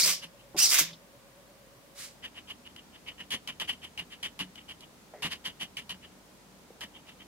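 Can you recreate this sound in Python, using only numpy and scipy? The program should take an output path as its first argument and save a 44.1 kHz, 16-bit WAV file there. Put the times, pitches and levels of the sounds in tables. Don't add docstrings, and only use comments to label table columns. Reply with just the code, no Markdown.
import sys
import numpy as np
from scipy import signal
from scipy.fft import rfft, irfft, next_fast_len
from scipy.io import wavfile
from scipy.ndimage import uniform_filter1d

SR = 44100
rng = np.random.default_rng(int(sys.argv[2]) if len(sys.argv) > 2 else 0)


def dump_mix(stems):
    frames = np.atleast_2d(stems).T
    limited = np.clip(frames, -1, 1)
    pcm = np.round(limited * 32767).astype(np.int16)
    wavfile.write(sys.argv[1], SR, pcm)


def gain_from_db(level_db):
    decades = np.asarray(level_db, float) / 20
    return 10 ** decades


N = 320594
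T = np.arange(N) / SR
GRID = np.arange(0, N / SR, 1 / 1000)
LONG = next_fast_len(N + 4096)
MOVE_S = 2.2

# frequency in Hz, width in Hz, level in dB.
HOUSING_MODES = [(952, 755, -12.5), (1850, 490, -5.5), (2313, 610, -6.5), (2858, 465, 3.5), (3098, 460, 3),
                 (3650, 250, -5), (4670, 1240, -20.5)]


def evened(x):
    return x / np.sqrt(np.mean(x ** 2) + 1e-20)


def read(points, hz):
    f, value = np.transpose(points)
    return np.interp(np.log(hz + 1), np.log(f + 1), value)


def add(mix, s, sound):
    part = mix[round(s * SR):][:len(sound)]
    part += sound[:len(part)]


def wander(size):
    return evened(uniform_filter1d(uniform_filter1d(rng.standard_normal(N), size), size))


def coloured(x, points):
    gain = gain_from_db(read(points, np.fft.rfftfreq(LONG, 1 / SR)))
    return evened(irfft(rfft(x, LONG) * gain, LONG)[..., :N])


def resonate(x, hz, width):
    r = np.exp(-np.pi * width / SR)
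    return 2 * signal.lfilter([1 - r], [1, -r * np.exp(2j * np.pi * hz / SR)], x).real


def body(x, modes):
    return sum((-1) ** k * gain_from_db(db) * resonate(x, hz, w) for k, (hz, w, db) in enumerate(modes))


def housing(x, tint_db):
    out = 0
    for k, (hz, width, db) in enumerate(HOUSING_MODES):
        once = resonate(gain_from_db(db + tint_db[k]) * x, hz, width)
        out = out + (-1) ** k * resonate(once, hz, width)
    return out


def bursts(events):
    out, t = np.zeros(N), T[:SR // 8]
    for s, db, t60 in events:
        add(out, s, gain_from_db(db - 60 * t / t60) * np.minimum(t / 0.0012, 1))
    return out


def swells(rows, lift_db, fall_db_per_s):
    s, rise, hold, db = np.transpose(rows)[:4]
    age, rise = GRID[:, None] - s, np.maximum(rise, 1 / 500)
    level = db - lift_db * np.clip(1 - age / rise, 0, 1)
    level = level - 4000 * np.maximum(-age, 0)
    level = level - fall_db_per_s * np.maximum(age - rise - abs(hold), 0)
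    lead, ticks = level.argmax(axis=1), np.arange(len(GRID))
    level_db = np.maximum(level[ticks, lead], -120)
    return np.interp(T, GRID, level_db), lead, age[ticks, lead]


def columns(tables):
    rows = []
    for table in tables:
        first, last = table[0], table[-1]
        rows += [(first[0] - 0.002, -120, *first[2:]), *table, (last[0] + 0.00071, -120, *last[2:])]
    s, *controls = np.transpose(rows)
    return [np.interp(T, s, c) for c in controls]


def ports(x, lag_s, lean):
    # frequency in Hz, share both microphones get alike.
    likeness = [(600, 1), (1500, 0.84), (3000, 0.63), (6000, 0.36)]
    hz = np.fft.rfftfreq(LONG, 1 / SR)
    first, other = rfft(x, LONG)
    share = np.clip(read(likeness, hz), 0, 1)
    half = np.exp(-1j * np.pi * hz * lag_s) * gain_from_db(read(lean, hz) / 2)
    pair = np.array([first * half, (share * first + np.sqrt(1 - share ** 2) * other) / half])
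    return irfft(pair, LONG)[:, :N]


def room(x):
    # frequency in Hz, t60 in seconds.
    decay = [(200, 0.17), (1500, 0.11), (5000, 0.28), (12000, 0.069)]
    hz, t, z = signal.stft(rng.standard_normal((2, SR // 2)), SR, nperseg=128)
    tail = signal.istft(z * gain_from_db(-60 * t / read(decay, hz)[:, None]), SR, nperseg=128)[1]
    return signal.fftconvolve(x[None], tail / np.linalg.norm(tail[0]), axes=1)[:, :N]


def air():
    # frequency in Hz, level in dB.
    first_place = [(35, -52), (60, -15), (91, -14.5), (124, -3), (146, -8.5), (346, -10.5), (389, -10.5),
                   (480, -12.5), (553, -8.5), (784, -15.5), (1140, -13.5), (1340, -20), (1440, -17.5),
                   (16000, -29)]
    second_place = [(35, -29), (60, -11.5), (127, -6.5), (149, -3.5), (238, -4.5), (330, -7.5), (579, -8.5),
                    (698, -11), (1010, -11.5), (1110, -14.5), (1340, -14), (1470, -16), (6730, -21.5),
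                    (16000, -29)]
    # frequency in Hz, left-right likeness.
    air_likeness = [(60, 0.54), (180, 0.74), (550, 0.53), (1650, 0.066), (4970, -0.19), (15000, -0.66)]
    # frequency in Hz, level in the first place in dB, in the second in dB.
    hum_tones = [(49.3, -73, -73), (124, -86, -93), (192, -73.5, -69), (243.5, -80, -72), (299, -96, -72.5)]
    second = np.clip((T - MOVE_S) / 0.27 + 0.5, 0, 1)
    hz = np.fft.rfftfreq(LONG, 1 / SR)
    same = np.clip(read(air_likeness, hz), 0, 1)
    out = np.zeros((2, N))
    for colour, db, share in ((first_place, -56.5, 1 - second), (second_place, -56, second)):
        both, left, right = rfft(rng.standard_normal((3, LONG)))
        pair = np.sqrt(same) * both + np.sqrt(1 - same) * np.array([left, right])
        noise = irfft(pair * gain_from_db(read(colour, hz)), LONG)[:, :N]
        out += gain_from_db(db - 2.0) * np.sqrt(share) * noise / np.std(noise.mean(0))
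    for f, a_db, b_db in hum_tones:
        level_db = a_db + (b_db - a_db) * second + 2.0 * wander(size=3000)
        out += np.sqrt(2) * gain_from_db(level_db) * np.sin(2 * np.pi * (f * T + rng.random()))
    beat = np.exp(2.0 * (np.cos(2 * np.pi * 8.68 * (T - 1.04)) - 1))
    throb_hz = 530 + 45 * beat + 5 * wander(size=500)
    throb = evened((0.5 + beat) * np.sin(2 * np.pi * np.cumsum(throb_hz) / SR))
    return out + gain_from_db(-64.5) * (1 - second) * throb


def knocks():
    # start in seconds, peak in dB, frequency in Hz, t60 in seconds.
    knock_events = [(0.032, -39, 173, 0.38), (.06, -41, 590, 0.099), (.05, -47, 376, 0.27),
                    (0.249, -49.5, 167, 0.24), (0.545, -32.5, 329.5, 0.07), (.55, -40.5, 381, 0.17),
                    (.545, -42, 713, 0.17), (0.547, -43.5, 167.9, 0.27), (0.812, -40.5, 166, 0.5),
                    (.81, -37.5, 312, 0.12), (0.93, -51, 3620, 0.079), (4.001, -46, 165, 0.28),
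                    (4.408, -36, 184.6, 0.22), (4.408, -37.5, 282, 0.14), (5.137, -41.5, 616, 0.13),
                    (5.155, -54, 420, 0.6), (5.137, -66.5, 1850, 0.89), (5.247, -35, 167.4, 0.16),
                    (5.621, -48, 184, 0.14), (5.921, -50, 183, 0.6), (6.21, -52, 573, 0.028),
                    (6.704, -42, 460, 0.036)]
    out, t = np.zeros(N), T[:SR // 2]
    for s, db, hz, t60 in knock_events:
        blur = np.clip(hz / 1200, 0, 1)
        width = 0.41 * hz
        cluster = evened(resonate(resonate(rng.standard_normal(len(t)), hz, width), hz, width))
        ring = (1 - blur) * np.sin(2 * np.pi * hz * t) + 1.9 * blur * cluster
        add(out, s, gain_from_db(db - 60 * t / t60) * np.minimum(t / 0.0011, 1) * ring)
    return out


def slide():
    # start in seconds, rise in seconds, hold in seconds, level in dB.
    hand_strokes = [
        (1.95, 0.042, 0.056, -46),
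    ]
    # frequency in Hz, level in dB per Hz.
    friction = [(470, -37), (800, -12), (1460, -8), (1880, -1), (2050, -2.5), (4570, -1), (9330, -2),
                (16000, -16)]
    level_db = swells(hand_strokes, lift_db=16, fall_db_per_s=260)[0]
    return gain_from_db(level_db + 0.73 * wander(size=50)) * coloured(rng.standard_normal((2, N)), friction)


def steps():
    # start in seconds, rise in seconds, hold in seconds, rattle in dB, bright share in
    # dB.
    focus_steps = [(0.207, .025, 0.015, -46, -5), (.375, .034, .002, -61, -8),
                   (2.222, 0.023, .012, -41.5, -13.5), (2.344, 0.027, 0.018, -48, -13),
                   (2.473, 0.029, 0.011, -43, -11.5), (2.647, 0.021, .002, -50.5, -11),
                   (2.761, 0.024, 0.0093, -52.5, -16), (2.924, 0.033, .003, -52, -15),
                   (3.061, 0.02, 0.01, -41, -14.5), (3.179, 0.027, 0.0056, -44, -13),
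                   (3.304, 0.018, 0.024, -32.5, -8.5), (3.467, 0.019, 0.013, -38, -13),
                   (3.592, 0.023, .005, -32.5, -11.5), (3.676, 0.019, 0.0033, -32, -9.5),
                   (3.817, .029, .002, -41, -11.5), (3.965, 0.03, 0.0023, -35.5, -13.5),
                   (4.102, .02, 0.018, -45.5, -12.5), (4.221, 0.018, .025, -37.5, -10),
                   (4.386, 0.017, 0.014, -36.5, -9.5), (4.559, 0.02, 0.01, -48, -20),
                   (4.679, .012, 0.027, -45, -12), (4.802, 0.033, .002, -52.5, -20),
                   (5.213, 0.016, 0.038, -34.5, -9), (5.301, 0.021, 0.0088, -34.5, -9),
                     (5.443, 0.012, 0.021, -35.5, -9.5), (5.597, 0.015, 0.021, -36.5, -9),
                     (5.764, 0.0075, 0.023, -40, -9), (5.886, 0.014, 0.019, -40.5, -9.5),
                     (6.016, 0.031, .002, -50, -16), (6.801, 0.013, 0.026, -40.5, -11),
                     (6.938, .027, .002, -51, -17), (7.064, 0.029, .002, -48, -11),
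                     (7.187, .022, 0.014, -52.5, -20)]
    main = np.array(focus_steps)
    s, rise, _, db, bright_db = main.T
    settling = np.transpose([s, rise, 0.059 - rise, db - 14, bright_db])
    rows = np.vstack([main, settling])
    fall_db_per_s = 750 + 12 * (-37 - rows[:, 3])
    rattle_db, lead, age = swells(rows, 16, fall_db_per_s)
    start_db, late_db, lag_s = -24, -6.5, 0.061
    thud_db = start_db + (late_db - start_db) * np.clip(age / lag_s, 0, 1)
    tint_db = 2 * rng.standard_normal((len(rows), len(HOUSING_MODES)))[lead].T
    return rattle_db, *[np.interp(T, GRID, c) for c in (rows[lead, 4], thud_db, *tint_db)]


def focus_motor():
    # start in seconds, peak in dB, bright share in dB.
    jolts = [(2.7616, -25.5, -14), (3.3047, -22.5, 0), (3.474, -19.5, -3.5), (3.598, -22.5, -0.5),
             (3.9751, -29, -7), (4.228, -20.5, -6), (4.3904, -22.5, -1.5), (4.555, -28.5, -3.5),
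             (4.806, -37, 8.5), (5.2217, -35.5, 7), (5.768, -25, -6), (5.8928, -24.5, -6), (6.8074, -29, 2)]
    # frequency in Hz, level in dB per Hz.
    bright_colour = [(2060, -52), (3500, -1.5), (5220, -9.5), (5800, -7.5), (6550, -10), (8650, -15.5),
                     (9940, -10.5), (12600, -16.5), (14000, -27)]
    snap_colour = [(900, -35), (1600, 2), (3500, 2), (5000, -6.5), (8000, -17)]
    # frequency in Hz, width in Hz, level in dB.
    thud_modes = [(191, 107, 5), (420, 1600, -11.5)]
    rattle_db, bright_db, thud_db, *tint_db = steps()
    engaged = np.ones(N)
    for s, *_ in jolts:
        add(engaged, s - 1 / 64, -np.ones(SR // 64))
    effort = engaged * gain_from_db(rattle_db)

    coil_per_s = 260
    turns = np.cumsum(coil_per_s * gain_from_db(2.5 * wander(size=150))) / SR
    kicks = np.diff(np.floor(turns), prepend=0) * gain_from_db(4.0 * rng.standard_normal(N))
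    chatter = evened((0.56 + np.exp(-(turns % 1) / 0.84)) * rng.standard_normal((2, N)))
    drive = 0.72 * evened(kicks) + 1.58 * chatter

    jolt = bursts([(s, db - 9, 0.02) for s, db, _ in jolts])
    reference = np.std(housing(drive[0, :SR], np.zeros(len(HOUSING_MODES))))
    rattle = housing(effort * drive + jolt * chatter, tint_db) / reference

    shine = effort * gain_from_db(np.clip(bright_db, -40, -3))
    shine = shine + bursts([(s, db - 22.5 + share_db, 0.05) for s, db, share_db in jolts])
    bright = shine * coloured(0.3 * evened(kicks) + chatter, bright_colour)
    bright += bursts([(s, db - 17, 0.018) for s, db, _ in jolts]) * coloured(chatter, snap_colour)

    push = rng.standard_normal(N)
    thud = body(effort * gain_from_db(thud_db) * push, thud_modes) / np.std(body(push[:SR], thud_modes))
    powered = uniform_filter1d(1. * (rattle_db > -65) * (T > MOVE_S), size=5000)
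    drone = gain_from_db(-60.5 + 2.0 * wander(size=3000)) * powered * np.sin(2 * np.pi * 78 * T)
    return rattle + bright, thud + drone


def clacks():
    # start in seconds, peak in dB, t60 in seconds.
    clack_events = [
        (0.0313, -39, 0.14),
        (0.5866, -15.5, 0.076),
        (0.7414, -12.5, 0.14),
        (0.786, -9.5, 0.15),
    ]
    # frequency in Hz, level in dB per Hz.
    clack_colour = [(710, -46), (1200, -23), (1680, -4), (2590, -18), (6230, -3.5), (8720, -10),
                    (12700, -5), (16000, -13)]
    return gain_from_db(-12.0) * bursts(clack_events) * coloured(rng.standard_normal((2, N)), clack_colour)


def servo():
    # time in seconds, motor effort in dB, latch drag in dB.
    strokes = [
        [(0.0, -19, -49), (0.024, -23, -56), (0.045, -22, -39), (0.085, -25, -31.5), (0.118, -25, -37.5),
         (0.21, -53, -64)],
        [(0.566, -41, -48), (0.586, -25, -34.5), (0.646, -19, -47.5), (0.686, -25, -57), (0.722, -23, -31),
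         (0.782, -30, -31), (0.796, -22.5, -28), (0.85, -49.5, -46.5), (0.92, -57, -54)],
    ]
    # time in seconds, tooth rate of the first gear pair in Hz, whine in dB.
    spins = [
        [(0, 2595, -27), (.008, 2015, -38), (.024, 1992, -35), (.033, 2207, -27.5), (.043, 2420, -29.5),
         (.056, 2810, -38), (.1, 2425, -42), (.13, 2320, -55)],
        [(.572, 2240, -46), (.587, 2480, -34), (.6, 2640, -28), (.614, 2890, -24), (.644, 2900, -22),
         (.655, 2530, -25), (.666, 2195, -29), (.676, 1952, -46), (.7, 1610, -57)],
    ]
    # multiple of the tooth rate, level in dB.
    partials = [(1, -11), (2, 0), (3, -8), (5, -16)]
    # frequency in Hz, width in Hz, level in dB.
    case_modes = [(3430, 1400, -9.5), (5200, 890, 14), (5850, 800, 1.5), (6300, 540, 0)]
    # frequency in Hz, level in dB per Hz.
    scrape_colour = [(180, -41), (300, -12), (387, -4.5), (474, -15.5), (680, -2.5), (806, -14), (1140, -1),
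                     (1390, -6.5), (2100, 3), (3800, 4), (4940, -43), (8360, -120)]
    brush_colour = [(3530, -32.5), (6000, 1.5), (7370, -3.5), (8030, -2.5), (14800, -8.5), (16000, -10)]
    ring_db, scrape_db = columns(strokes)
    hiss_db = ring_db - 9 + 0.27 * np.maximum(scrape_db + 54, 0)
    whine_db, mesh_hz = columns([[(s, db, hz) for s, hz, db in spin] for spin in spins])
    teeth = np.cumsum(mesh_hz * (1 + 0.018 * wander(size=45))) / SR
    shaft = np.cos(2 * np.pi * teeth / 12)

    whine = 0
    for k, db in partials:
        tone = np.cos(2 * np.pi * k * teeth + [[0], [-np.pi / 2]])
        whine = whine + gain_from_db(db + 4.5 * wander(size=160)) * tone
    whine = evened((1 + 0.45 * shaft) * whine)

    grit = gain_from_db(1.8 * shaft + 2.2 * wander(size=60)) * rng.standard_normal((2, N))
    grain_level = gain_from_db(1.6 * np.minimum(rng.exponential(1, N), 3))
    grain_hits = rng.random(N) < 7000 / SR
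    grains = grain_level * grain_hits * rng.standard_normal((2, N))
    scrape = gain_from_db(scrape_db - 1.0) * coloured(grains, scrape_colour)
    hiss = gain_from_db(hiss_db + 1.5) * coloured(grit, brush_colour)
    moving = ring_db > -100
    case_ring = gain_from_db(ring_db - 5.0) * evened(body(grit, case_modes))
    return case_ring + gain_from_db(whine_db) * whine + moving * (scrape + hiss)


def scene():
    # frequency in Hz, left minus right in dB.
    servo_lean = [(500, .3), (2000, -.5), (5000, -1.3), (12000, -3)]
    no_bass = signal.butter(2, 250, "high", fs=SR)
    latch = signal.lfilter(*no_bass, servo() + clacks() + slide())
    rattle, thud = focus_motor()
    near = ports(latch, 5e-5, servo_lean) + gain_from_db(-9) * room(latch[0])
    inner = 1.204 * ports(rattle, 9e-5, [(100, 0), (9000, 1.3)]) + gain_from_db(-21.5) * room(rattle[0])
    return 1.364 * near + inner + thud + knocks() + air()


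def roll_off(x):
    return signal.sosfilt(signal.butter(12, 16140, fs=SR, output="sos"), x)


def record(dry):
    band_limit = signal.firwin(255, 15850, fs=SR)
    limited = signal.oaconvolve(dry, band_limit[None], "same")
    return roll_off(limited)


dry = scene()
out = record(dry)
dump_mix(out)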